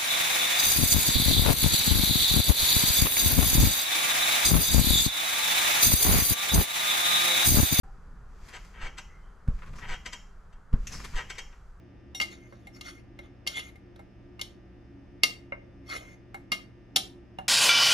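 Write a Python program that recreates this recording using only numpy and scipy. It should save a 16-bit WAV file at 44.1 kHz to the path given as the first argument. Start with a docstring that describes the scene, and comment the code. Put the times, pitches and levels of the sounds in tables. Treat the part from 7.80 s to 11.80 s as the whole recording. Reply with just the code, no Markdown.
"""Light wind, a far outdoor hum and a faintly singing coil; then someone bounces three times on a
garden trampoline, close by. The mat rustles and the hooks creak as it stretches, the slack springs
rattle as it comes back up, and the empty mat snaps them against the ringing steel frame.
The second and third bounces each open with a landing that pushes out a thump of air."""
import sys
import numpy as np
from scipy import signal
from scipy.fft import rfft, irfft
from scipy.io import wavfile
from scipy.ndimage import uniform_filter1d

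SR = 44100
rng = np.random.default_rng(int(sys.argv[2]) if len(sys.argv) > 2 else 0)


def dump_mix(stems):
    """Bounce the given channels to the path in sys.argv[1] as a 16-bit WAV at rate SR."""
    frames = np.atleast_2d(stems).T  # one column per channel
    limited = np.clip(frames, -1, 1)  # hard clip at full scale
    pcm = np.round(limited * 32767).astype(np.int16)
    wavfile.write(sys.argv[1], SR, pcm)


N = 176400
T = np.arange(N) / SR
RING_T = T[:SR]

# left-right likeness of noise: freq_hz, correlation
STEREO_CORRELATION = [(30, 0.98), (130, 1), (280, 0.79), (1000, 0.8), (4000, 0.76), (8000, 0.92),
                      (13000, 0.52)]
# wind and far hum: freq_hz, level_db
AIR_SPECTRUM = [(20, 5), (43, 2.5), (75, -9.5), (118, -18), (169, -15), (256, -26.5), (330, -30.5),
                (385, -22.5), (484, -28), (650, -30), (1000, -27), (1350, -24), (1800, -32.5), (2400, -48),
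                (4000, -53.5), (7000, -56), (9500, -56), (15000, -71.5)]
# wind and far hum: time_s, level_db
AIR_LEVEL = [(0, -46), (1.5, -46), (2.6, -47.5), (4, -48.5)]
# low flutter of mat and wind: freq_hz, level_db
FLUTTER_SPECTRUM = [(40, 6), (70, -0.5), (110, -2.5), (160, -4), (230, -9.5), (320, -21.5), (600, -26),
                    (2000, -70)]
# low flutter of mat and wind: time_s, level_db
FLUTTER_LEVEL = [(0, -65), (.3, -52.5), (.5, -56), (.95, -61), (1.05, -42.5), (1.2, -91), (1.6, -66),
                 (1.75, -66), (1.9, -42), (2.04, -47), (2.12, -45.5), (2.22, -51), (2.5, -66), (2.9, -68),
                 (3.0, -49), (3.17, -39.5), (3.28, -45), (3.37, -44.5), (3.5, -54), (3.7, -58), (4, -72)]
# single coils singing: start_s, hold_s, pitch_hz, level_db
COIL_NOTES = [(0.01, 0.084, 787, -60), (1.305, 0.046, 2058, -64), (1.425, 0.066, 3100, -77)]

# friction of stretching mat and springs: time_s, level_db
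HISS_LEVEL = [(0, -73), (.45, -76.5), (.6, -67), (.67, -57.5), (.8, -61), (.86, -61.5), (.95, -66.5),
              (1.3, -72), (1.66, -78), (1.74, -66), (1.93, -66), (1.98, -58.5), (2.06, -61), (2.4, -72.5),
              (2.9, -81.5), (2.95, -70.5), (3.05, -62), (3.11, -51), (3.128, -49.5), (3.17, -51),
              (3.23, -52), (3.32, -55), (3.5, -63.5), (4, -79)]
# friction grain: freq_hz, level_db
HISS_SPECTRUM = [(1200, -1.5), (2200, 2.5), (3800, -6), (5000, -2.5), (6000, -3.5), (7500, -6.5),
                 (9000, -16), (12000, -13.5), (13200, -24), (15000, -45)]
# taut coil slides in its hook: start_s, level_db
SWISHES = [(1.965, -61), (3.128, -44.5)]
# sliding coil: freq_hz, level_db
SWISH_SPECTRUM = [(3000, -18), (4400, -13), (5200, 1.5), (6100, -4.5), (7000, -10), (8000, -14.5),
                  (11000, -24), (15000, -50)]

# hooks and straps under load: start_s, hold_s, level_db, treble_db
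CREAKS = [(.685, 0.0067, -53, 9), (.70, 0.017, -58.5, -19), (.85, 0.0034, -64, 14),
          (1.785, 0.0079, -54.5, -9), (1.821, 0.017, -47.5, -13), (1.862, 0.031, -54.5, -4),
          (1.934, .003, -49.5, -8), (1.958, 0.0068, -53.5, 1), (1.986, 0.0024, -47, -6),
          (3.119, 0.015, -56.5, 9), (3.134, 0.02, -47.5, -20), (3.2, 0.0052, -45.5, -6),
          (3.245, 0.0063, -42, 7.5), (3.288, 0.0088, -63, -5), (3.335, 0.013, -47, -12)]
# creaks and foot scuffs: freq_hz, level_db
RUB_SPECTRUM = [(250, -2), (500, -2), (750, -14.5), (1050, 4), (2200, -3), (4000, -13), (7500, -19),
                (9000, -20.5), (12000, -25.5), (15000, -58)]
# hook slips in its eye: start_s, level_db
PINGS = [(1.986, -57.5), (3.0703, -38.5), (3.122, -46.5)]
# slip noise: freq_hz, level_db
SLIP_SPECTRUM = [(1000, -22.5), (2000, -6), (2600, -6.5), (3400, -12), (5300, -16), (5700, -2.5),
                 (7000, -5.5), (7800, -17), (9800, -24), (11200, -18), (13000, -28), (15000, -46)]
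# ringing hook: freq_hz, level_db, t60_s
HOOK_MODES = [(2514, -14, .16), (2697, -9, .12), (5674, 0, .09), (5900, -2, .09), (6385, -6, .1),
              (10980, -21, .11), (11500, -22, .1), (12910, -25, .1)]

# springs go slack: start_s, hold_s, level_db, treble_db
RATTLES = [(.737, .03, -41.5, -2), (.945, 0.072, -50.5, -47), (1.018, 0.058, -39, -6),
           (2.022, 0.031, -40.5, -31), (2.091, 0.053, -37, -4), (3.362, 0.019, -38, 2),
           (3.388, 0.023, -37, -10)]
# springs snap tight: start_s, level_db, treble_db
CLACKS = [(1.181, -37, 6), (2.26, -36, 5.5), (2.3293, -37, 7.5), (2.728, -61.5, 4), (3.501, -36.5, 6),
          (3.555, -48.5, -3), (3.584, -36, 6.5), (3.727, -53.5, -17)]
# dry steel contact: freq_hz, level_db
CONTACT_SPECTRUM = [(200, -24), (420, -2), (700, -7), (1100, -2), (2200, 6), (3200, -5), (3600, -4.5),
                    (4300, -7), (6000, -7.5), (7800, -9.5), (8500, -20.5), (12000, -25), (13200, -45),
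                    (15000, -76)]
# frame and spring resonances: freq_hz, bandwidth_hz, level_db
FRAME_MODES = [(640, 40, -7), (788, 24, -3), (965, 30, 3), (1040, 40, -4), (1260, 28, 1), (1345, 40, -3),
               (1445, 40, -4), (1589, 40, -2), (1822, 40, -2), (1900, 36, 4), (2102, 26, 0), (2230, 24, 3),
               (2348, 26, 1), (2488, 40, -2), (2710, 40, -4), (2797, 30, -4), (2915, 28, 3), (3189, 18, 3),
               (3755, 55, -7), (4016, 35, -8), (4460, 40, -14), (4730, 70, -13), (5260, 110, -14),
               (5980, 100, -9), (6400, 90, -15), (6950, 70, -14), (7850, 110, -13)]
# dense ring of the coils: freq_hz, level_db
COIL_SPECTRUM = [(700, 1.5), (1300, -1), (2200, 4.5), (3200, 1.5), (3500, -11), (4600, -13.5), (5600, -2),
                 (7400, -8), (8500, -29), (12000, -23.5), (15000, -60)]
# long single coil modes: freq_hz, level_db, t60_s
COIL_MODES = [(788, -7, .8), (1335, -7, .4), (2090, -6, .45), (2347, -2, .25), (2895, -4, .36),
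              (2922, -4, .36), (3172, -5, .36), (3193, -3, .38), (4020, -9, .17)]
# flapping mat edge: freq_hz, level_db
EDGE_SPECTRUM = [(150, -2.5), (330, -17.5), (480, -5.5), (650, -6), (980, 5), (1400, 1), (2000, -3.5),
                 (3500, -24), (8000, -49)]

# mat swings through level: centre_s, level_db, width_s
SWINGS = [(1.05, -31.5, .011), (1.745, -32.5, .005), (2.12, -27.5, 0.0099), (3.002, -28, 0.0077),
          (3.364, -23, 0.0085)]
# feet first touch the mat: start_s, level_db
SCUFFS = [(1.678, -52.5), (2.93, -50.5)]
# feet land: centre_s, level_db, pulse_width_s, slap_db
LANDINGS = [(1.687, -14.5, 0.002, -45), (2.9407, -12, 0.0038, -40)]
# boom of the struck mat: freq_hz, level_db, t60_s
MAT_MODES = [(53, -20, 0.21), (132.6, -10.5, .045), (225.7, -18, 0.081)]
# slap of the feet: freq_hz, level_db
SLAP_SPECTRUM = [(100, -5), (230, 2), (330, -4), (480, -1), (750, -16), (1300, -8.5), (2500, -32),
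                 (7000, -42), (14000, -57)]
# shudder after a landing: freq_hz, level_db
SHUDDER_SPECTRUM = [(20, 13.5), (55, 3.5), (90, -10), (135, -10), (190, -12.5), (300, -59), (900, -80)]

TREBLE_HZ, TREBLE_PAN_DB, MODE_SPREAD_RAD = 3430, 1.05, 0.2
GRAINS_PER_S, GRAIN_T60_S = 4300, 0.02
HOOK_RING_DB = -1.5
TAKE_UP_S, TAKE_UP_DB, TAKE_UP_TREBLE_DB = 0.0088, -11.5, -4
CONTACT_DB, FRAME_DB, EDGE_DB = -4.5, -4, -10
COILS_DB, COIL_MODES_DB, SLACK_RING_DB = -10, -17, -0.5
SUCTION_SHARE, SUCTION_WIDTH_S, SUCTION_LAG_S = 0.27, 0.0099, 0.019
BOOM_RISE_S, SLAP_LEAD_S, SHUDDER_DB = 0.0057, 0.01, -15
START_S, FADE_IN_S, STOPBAND_HZ = 0.0323, 0.003, 15800


def from_db(db):
    """Decibels to gain."""
    return 10 ** (np.asarray(db) / 20)


def unit_rms(x):
    """Scale to rms 1."""
    return x / np.sqrt(np.mean(x ** 2) + 1e-20)


def unit_energy(x):
    """Scale a stereo response to mean energy 1 per side."""
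    return x / np.sqrt(np.sum(x ** 2) / 2 + 1e-20)


def at_hz(points, hz):
    """Interpolate on a log-frequency axis."""
    freq_hz, value = np.transpose(points)
    return np.interp(np.log(hz + 1), np.log(freq_hz), value)


def gain_curve(points):
    """Gain per sample from rows of time_s, level_db."""
    return from_db(np.interp(T, *np.transpose(points)))


def envelope(start_s, rise_s, hold_s, fall_s):
    """Exponential rise up to start_s, hold, exponential fall."""
    rising = np.minimum(T - start_s, 0) / rise_s
    falling = np.maximum(T - start_s - hold_s, 0) / fall_s
    return np.exp(np.maximum(rising - falling, -40))


def noise(spectrum, size=N):
    """Coloured stereo noise, most alike left and right in the bass; rms 1."""
    hz = np.fft.rfftfreq(size, 1 / SR)
    alike = at_hz(STEREO_CORRELATION, hz)
    mid, side = np.exp(2j * np.pi * rng.random((2, len(hz))))
    bins = np.sqrt(1 + alike) * mid + np.sqrt(1 - alike) * side * [[1], [-1]]
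    return unit_rms(irfft(bins * from_db(at_hz(spectrum, hz)) * (hz > 10), size))


def dense_ring(spectrum, t60_s):
    """Response of many close modes dying together, evened out to follow the spectrum."""
    target = from_db(at_hz(spectrum, np.fft.rfftfreq(SR, 1 / SR)))
    tail_fade = np.exp(-(RING_T / t60_s) ** 4)
    ring = noise(spectrum, size=SR) * from_db(-60 * RING_T / t60_s)
    for _ in range(3):
        bins = rfft(ring)
        excess = uniform_filter1d(np.mean(np.abs(bins) ** 2, axis=0) / target ** 2, size=120)
        ring = irfft(bins / np.sqrt(np.abs(excess) + 1e-12), SR) * tail_fade
    return unit_energy(ring)


def mode_ring(modes):
    """Damped sines of alternating sign, slightly out of phase left and right."""
    lean_rad = MODE_SPREAD_RAD * rng.choice([-1, 1], len(modes))
    ring = 0
    for k, (hz, db, t60_s) in enumerate(modes):
        phase_rad = 2 * np.pi * hz * RING_T + lean_rad[k] * np.array([[1], [-1]])
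        ring += (-1) ** k * from_db(db - 60 * RING_T / t60_s) * np.sin(phase_rad)
    return unit_energy(ring)


def excite(force, response):
    """Convolve a force with a stereo response."""
    return signal.fftconvolve(force[None], response, axes=1)[:, :N]


def clicks(rate_per_s):
    """Random tiny contacts, levelled over 7 ms."""
    hits = (rng.random(N) < rate_per_s / SR) * rng.standard_normal(N)
    return hits / np.sqrt(np.abs(uniform_filter1d(hits * hits, size=310)) + 1e-5)


def bursts(rows, rise_s, fall_s, rate_per_s):
    """Click bursts from rows of start_s, hold_s, level_db, treble_db."""
    hits = clicks(rate_per_s)
    low = signal.sosfilt(signal.butter(2, TREBLE_HZ, fs=SR, output="sos"), hits[::-1])
    low = signal.sosfilt(signal.butter(2, TREBLE_HZ, fs=SR, output="sos"), low[::-1])  # zero phase
    force = 0
    for start_s, hold_s, db, treble_db in rows:
        shelved = low + from_db(treble_db) * (hits - low)
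        force += from_db(db) * envelope(start_s, rise_s, hold_s, fall_s) * shelved
    return force


def wind_and_hum():
    """Light wind and far hum: near-steady noise."""
    return gain_curve(AIR_LEVEL) * noise(AIR_SPECTRUM)


def flutter():
    """Mat and wind flutter: low noise swelling with each bounce."""
    return gain_curve(FLUTTER_LEVEL) * noise(FLUTTER_SPECTRUM)


def singing_coils():
    """Single coils swell and fade, each a narrow noise band of wavering pitch."""
    notes = 0
    for start_s, hold_s, hz, db in COIL_NOTES:
        band = signal.butter(2, [0.965 * hz, 1.035 * hz], "band", fs=SR, output="sos")
        tone = unit_rms(signal.sosfilt(band, rng.standard_normal(N)))
        notes += from_db(db) * envelope(start_s, 0.015, hold_s, fall_s=0.066) * tone
    return notes


def stretching():
    """Friction grains hiss as the mat stretches; a taut coil swishes in its hook."""
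    friction = gain_curve(HISS_LEVEL) * clicks(GRAINS_PER_S)
    hiss = excite(friction, dense_ring(HISS_SPECTRUM, GRAIN_T60_S))
    slide = sum(from_db(db) * envelope(start_s, 0.0073, 0.016, fall_s=0.057) for start_s, db in SWISHES)
    return hiss + excite(slide * clicks(GRAINS_PER_S), dense_ring(SWISH_SPECTRUM, GRAIN_T60_S))


def hooks():
    """Runs of slips under load creak; a single slip pings and rings on."""
    stick_slip = bursts(CREAKS, rise_s=0.0032, fall_s=0.011, rate_per_s=1100)
    creaks = excite(stick_slip, dense_ring(RUB_SPECTRUM, t60_s=0.012))
    ring = mode_ring(HOOK_MODES)
    slips, strikes = np.zeros((2, N))
    for start_s, db in PINGS:
        slips += from_db(db) * envelope(start_s, 0.00027, 0.0011, fall_s=0.017)
        strikes[int(start_s * SR)] = from_db(db + HOOK_RING_DB)
    return creaks + slips * noise(SLIP_SPECTRUM) + excite(strikes, 2 * ring / np.abs(ring).max())


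def springs():
    """Rattles and clacks ring frame and coils; rattles ring the coils less and flap the mat's edge."""
    rattles = bursts(RATTLES, rise_s=0.0096, fall_s=0.01, rate_per_s=2200)
    snaps = [(start_s, 0.0023, db, treble_db) for start_s, db, treble_db in CLACKS]
    take_ups = [(snap_s - TAKE_UP_S, TAKE_UP_S, db + TAKE_UP_DB, TAKE_UP_TREBLE_DB)
                for snap_s, db, _ in CLACKS]
    clacks = bursts(snaps + take_ups, rise_s=0.0018, fall_s=0.011, rate_per_s=4500)
    modes = [(hz, db + 20 * np.log10(width_hz), np.log(1000) / (np.pi * width_hz))
             for hz, width_hz, db in FRAME_MODES]
    frame = from_db(FRAME_DB) * mode_ring(modes)
    contact = from_db(CONTACT_DB) * dense_ring(CONTACT_SPECTRUM, t60_s=0.007)
    coils = from_db(COILS_DB) * dense_ring(COIL_SPECTRUM, t60_s=0.41)
    coils += from_db(COIL_MODES_DB) * mode_ring(COIL_MODES)
    flapping = from_db(EDGE_DB) * excite(rattles, dense_ring(EDGE_SPECTRUM, t60_s=0.036))
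    clatter = excite(rattles + clacks, contact + frame)
    ringing = excite(from_db(SLACK_RING_DB) * rattles + clacks, coils)
    return flapping + clatter + ringing


def mat_swings():
    """The mat fans air as it swings through level: one push, one pull."""
    air = 0
    for centre_s, db, width_s in SWINGS:
        offset = (T - centre_s) / width_s
        air -= from_db(db) * offset * np.exp(0.5 - 0.5 * offset ** 2)
    return air


def landings():
    """Feet scuff and slap the mat; it pushes out air, sucks it back, booms and shudders."""
    thump, slap, shudder = np.zeros((3, N))
    for land_s, db, width_s, slap_db in LANDINGS:
        age_s = T - land_s
        push = np.exp(-0.5 * (age_s / width_s) ** 2)
        suction = np.exp(-0.5 * ((age_s - SUCTION_LAG_S) / SUCTION_WIDTH_S) ** 2)
        thump += from_db(db) * (push - SUCTION_SHARE * suction)
        for hz, mode_db, t60_s in MAT_MODES:
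            boom = envelope(land_s, BOOM_RISE_S, 0, fall_s=t60_s / np.log(1000))
            thump += from_db(db + mode_db) * boom * np.cos(2 * np.pi * hz * age_s)
        slap += from_db(slap_db) * envelope(land_s - SLAP_LEAD_S, 0.001, SLAP_LEAD_S, fall_s=0.028)
        shudder += from_db(db + SHUDDER_DB) * envelope(land_s, 0.0011, 0, fall_s=0.084)
    scuff = sum(from_db(db) * envelope(start_s, 0.00027, 0, fall_s=0.013) for start_s, db in SCUFFS)
    feet = scuff * noise(RUB_SPECTRUM) + slap * noise(SLAP_SPECTRUM)
    return thump + feet + shudder * noise(SHUDDER_SPECTRUM)


def scene():
    """Trampoline over wind and hum; the steel's treble leans left."""
    steel = springs() + singing_coils() + hooks() + stretching()
    treble = signal.sosfiltfilt(signal.butter(1, TREBLE_HZ, "high", fs=SR, output="sos"), steel)
    steel += treble * (from_db([[TREBLE_PAN_DB], [-TREBLE_PAN_DB]]) - 1)
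    return steel + landings() + mat_swings() + flutter() + wind_and_hum()


def record(dry):
    """Quick fade-in, steep low-pass."""
    fade_in = np.clip((T - START_S) / FADE_IN_S, 0, 1)
    return signal.sosfilt(signal.cheby2(12, 60, STOPBAND_HZ, fs=SR, output="sos"), dry * fade_in)


dry = scene()
out = record(dry)
dump_mix(out)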